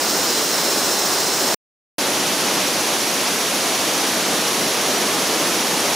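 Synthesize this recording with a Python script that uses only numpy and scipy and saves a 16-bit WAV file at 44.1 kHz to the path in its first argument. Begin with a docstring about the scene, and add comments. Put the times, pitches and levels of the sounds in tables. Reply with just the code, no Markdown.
"""A waterfall in a wooded gorge with cicadas, heard from two places with a short silence between.
First, among the trees: loud cicadas, a softened roar and a few thin notes of a single insect.
Then, after the silence, facing the fall: the hiss of spray half covers the cicadas.
In both, the water is shaped noise with patchy swelling; cicadas are throbbing click trains through
resonances, one near and seven distant; the notes are slightly unsteady sines."""
import sys
import numpy as np
from scipy import signal
from scipy.fft import rfft, irfft, next_fast_len
from scipy.io import wavfile
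from scipy.ndimage import uniform_filter1d, map_coordinates

SR = 44100
rng = np.random.default_rng(int(sys.argv[2]) if len(sys.argv) > 2 else 0)


def dump(signal):
    """Clip the signal to [-1, 1] and save it as 16-bit WAV at the path in sys.argv[1]."""
    limited = np.clip(np.atleast_2d(signal).T, -1, 1)
    pcm = np.round(limited * 32767).astype(np.int16)
    wavfile.write(sys.argv[1], SR, pcm)


N = 262395

# Span of each passage, sheltered then open: (start [s], end [s])
PASSAGE_SPANS_S = [(0, 1.5455), (1.983, 6)]
# Relative spectrum of the falling water: (frequency [Hz], gain [dB])
WATER_SHELTERED_DB = [(45, -36), (88, -25.5), (112, -14.5), (140, -15), (175, -7.5), (340, -0.5), (800, -4),
                      (1500, -7.5), (2400, -12), (4000, -10), (8500, -14), (10000, -15.5), (13000, -18.5),
                      (15500, -27.5)]
WATER_OPEN_DB = [(45, -36.5), (88, -24), (112, -14), (140, -11.5), (175, -5), (300, -0.5), (800, -3.5),
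                 (1600, -8), (3300, -8), (6600, -11.5), (8000, -16), (10600, -12.5), (13300, -20.5),
                 (15500, -27)]
# Resonances of the distant cicadas' drums and hollow bodies: (centre [Hz], width [Hz], gain [dB])
BODY_SHELTERED_MODES = [(4100, 230, -4), (4890, 28, -2), (5343, 40, 4), (5200, 800, -5), (6540, 40, -2),
                        (6730, 60, -3), (6200, 900, -9), (7900, 1000, -13), (12650, 150, -16),
                        (13700, 200, -16), (14900, 700, -12)]
BODY_OPEN_MODES = [(4700, 1100, -4), (5820, 50, 5), (6230, 70, -1), (6600, 700, -5), (7200, 120, -6),
                   (8005, 60, -5), (14115, 110, -7)]
# Resonances of a near cicada: (centre [Hz], width [Hz], gain [dB])
BODY_NEAR_MODES = [(5500, 700, 0), (6450, 600, -2), (14950, 900, -7)]
# Likeness of left and right: (frequency [Hz], correlation [-1 to 1])
WATER_CORRELATION = [(150, 1), (450, 1), (800, 0.98), (1300, 0.83), (3000, 0.89), (4500, 0.73),
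                     (9000, 0.79), (13000, .55)]
CICADA_CORRELATION = [(4000, 0.91), (8000, 0.82), (15000, 0.7)]
# Stereo tilt: (frequency [Hz], left minus right level [dB])
LEFT_MINUS_RIGHT_DB = [(700, 0), (1500, -.6), (4500, -.5), (5800, -1.4), (7500, -.8), (11000, -1.4),
                       (15000, -.3)]
# Slow level of the deep part of the roar: (time [s], level [dB])
DEEP_ROAR_DB = [(1.301, -0.4), (2.15, 0.7), (3.3, -1), (4.2, 0.5), (5.2, 1)]
# Thin notes of a single insect: (start [s], length [s], level [dB])
INSECT_NOTES = [(0.0, 0.15, -36), (.27, .09, -31), (1.137, 0.13, -30.5)]

ROAR_SHELTERED_DB, ROAR_OPEN_DB = -20.5, -20
DEEP_HZ = 1205  # the deep part is halved in amplitude here
NOTE_HZ, NOTE_WAVER_HZ, NOTE_EDGE_S = 4891, 9, .02
TOP_HZ = 15650  # upper band limit


def amp(db):
    """Decibels to gain."""
    return 10 ** (np.asarray(db) / 20)


def unit(x):
    """Scale to rms 1."""
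    return x / np.sqrt(np.mean(x ** 2) + 1e-20)


def along(points, hz):
    """Read (Hz, value) points on a log frequency axis."""
    point_hz, value = np.transpose(points)
    return np.interp(np.log(hz + 1), np.log(point_hz + 1), value)


def wobble(rate_hz):
    """Smooth random curve with rate_hz knots a second."""
    knots = rng.standard_normal(int(N * rate_hz / SR) + 4)
    return map_coordinates(knots, [np.arange(N) * rate_hz / SR])


def filtered(x, response):
    """Apply a zero-phase frequency response to x."""
    m = next_fast_len(N + SR // 2)
    return irfft(rfft(x, m) * response(np.fft.rfftfreq(m, 1 / SR)), m)[..., :N]


def spread(pair, correlation):
    """Mix two unrelated signals to left and right with the given correlation."""
    def mid_side_gains(hz):
        angle = np.arccos(np.clip(along(correlation, hz), -1, 1)) / 2
        return np.array([np.cos(angle), np.sin(angle)])

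    mid, side = filtered(pair, mid_side_gains)
    return np.array([mid + side, mid - side])


def waterfall(spectrum, level_db, patchy_db, surge_db):
    """Countless bubbles and drops merge into a roar; clumps swell it in patches of time and pitch."""
    z = signal.stft(rng.standard_normal((2, N)), nperseg=512)[2]
    clumps = uniform_filter1d(rng.standard_normal(z.shape[1:]), size=7, axis=0)  # across pitch
    clumps = uniform_filter1d(clumps, size=10, axis=1)  # across time
    foam = signal.istft(z * amp(patchy_db * unit(clumps)), nperseg=512)[1][:, :N]
    roar = unit(filtered(spread(foam, WATER_CORRELATION), lambda hz: amp(along(spectrum, hz))))
    deep = filtered(roar, lambda hz: 1 / (1 + (hz / DEEP_HZ) ** 4))
    spray = roar - deep
    deep_db = np.interp(np.arange(N) / SR, *np.transpose(DEEP_ROAR_DB))
    return (deep * amp(deep_db) + spray) * amp(level_db + surge_db * wobble(13))


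def tymbal(click_hz, throb_hz, throb_db, swing, scatter_s):
    """One cicada's drums buckle some 400 times a second, in throbs that start fast and fade."""
    throb_cycles = np.cumsum(throb_hz * (1 + .02 * wobble(3))) / SR
    throb = 2 * np.pi * (throb_cycles + rng.random())
    effort = np.sin(throb) + .5 * np.sin(2 * throb)
    # the muscle runs slightly faster when it pulls harder
    click_rate_hz = click_hz * (1 + swing * (effort + .5 * wobble(5)))
    at = np.flatnonzero(np.diff(np.floor(np.cumsum(click_rate_hz) / SR)))
    late, size = rng.standard_normal((2, len(at)))
    where = np.clip(np.round(at + scatter_s * SR * late).astype(int), 0, N - 1)
    return np.bincount(where, amp(throb_db * effort[at] + 0.87 * size), N)


def scattered(x, t60_s):
    """Two unrelated smeared copies of x, as from trunks and leaves; decay of 60 dB in t60_s."""
    t = np.arange(SR // 4) / SR
    tails = rng.standard_normal((2, len(t))) * np.exp(-np.log(1000) * t / t60_s)
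    return unit(signal.fftconvolve(x[None], tails, axes=1)[:, :N])


def resonances(modes, hz):
    """Gain of a set of resonances whose powers add."""
    power = 0
    for centre, width, db in modes:
        damping = (hz * width) ** 2
        power = power + amp(db) ** 2 * damping / ((centre ** 2 - hz ** 2) ** 2 + damping)
    return np.sqrt(power)


def near_cicada(click_hz, throb_hz, throb_db, level_db, bright_db, t60_s):
    """A close cicada: short scattering keeps its clicks distinct, a rasp of fuzzy harmonics."""
    clicks = tymbal(click_hz, throb_hz, throb_db, swing=.006, scatter_s=.000018)
    pair = spread(scattered(clicks, t60_s), CICADA_CORRELATION)
    treble = [(7000, 0.0038), (14000, bright_db)]  # (frequency [Hz], gain [dB])
    voice = filtered(pair, lambda hz: resonances(BODY_NEAR_MODES, hz) * amp(along(treble, hz)))
    return amp(level_db) * unit(voice)


def chorus(modes, level_db, dull_db, count=7):
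    """Distant cicadas, each at its own pace, blurred and dulled by the forest."""
    voices = 0
    for a, b in rng.uniform(-1, 1, (count, 2)):
        clicks = tymbal(410 + 45 * a, 15 + 2 * b, throb_db=2.5, swing=.03, scatter_s=.0001)
        voices = voices + scattered(clicks, t60_s=0.11)
    pair = spread(unit(voices), CICADA_CORRELATION)
    air = [(7000, 0.0035), (14000, dull_db)]  # (frequency [Hz], gain [dB])
    return amp(level_db) * unit(filtered(pair, lambda hz: resonances(modes, hz) * amp(along(air, hz))))


def insect_notes():
    """One insect sounds a few short, nearly pure notes: a wavering sine, gated with linear edges."""
    t = np.arange(N) / SR
    pitch_hz = NOTE_HZ + NOTE_WAVER_HZ * wobble(60)
    tone = unit(np.sin(2 * np.pi * np.cumsum(pitch_hz) / SR))
    envelope = np.zeros(N)
    for start, length, db in INSECT_NOTES:
        to_edge_s = np.minimum(t - start, start + length - t)
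        envelope += amp(db) * np.clip(to_edge_s / NOTE_EDGE_S, 0, 1)
    return tone * envelope


def sheltered_passage():
    """Among the trees the cicadas are loud and the spray is softened."""
    water = waterfall(WATER_SHELTERED_DB, ROAR_SHELTERED_DB, patchy_db=0.5, surge_db=0.5)
    near = near_cicada(click_hz=401.3, throb_hz=14.4, throb_db=4.0, level_db=-29.5, bright_db=1.5, t60_s=0.012)
    distant = chorus(BODY_SHELTERED_MODES, level_db=-25.3, dull_db=-3.0)
    return water + near + distant + insect_notes()


def open_passage():
    """Facing the fall, the hiss of spray half covers the cicadas."""
    water = waterfall(WATER_OPEN_DB, ROAR_OPEN_DB, patchy_db=0.45, surge_db=0.12)
    near = near_cicada(click_hz=392.7, throb_hz=15, throb_db=6.5, level_db=-33.5, bright_db=-2.0, t60_s=0.012)
    distant = chorus(BODY_OPEN_MODES, level_db=-29.5, dull_db=-7.5)
    return water + near + distant


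def scene():
    """Two passages that start and stop abruptly, then the stereo tilt."""
    t = np.arange(N) / SR
    passages = np.zeros((2, N))
    for sound, (start, end) in zip([sheltered_passage(), open_passage()], PASSAGE_SPANS_S):
        passages += sound * ((t >= start) & (t < end))
    return filtered(passages, lambda hz: amp(np.outer([.5, -.5], along(LEFT_MINUS_RIGHT_DB, hz))))


def record(dry):
    """Band limit: a 200 Hz wide linear slope to silence around TOP_HZ."""
    return filtered(dry, lambda hz: np.clip((TOP_HZ - hz) / 200 + .5, 0, 1))


dry = scene()
out = record(dry)
dump(out)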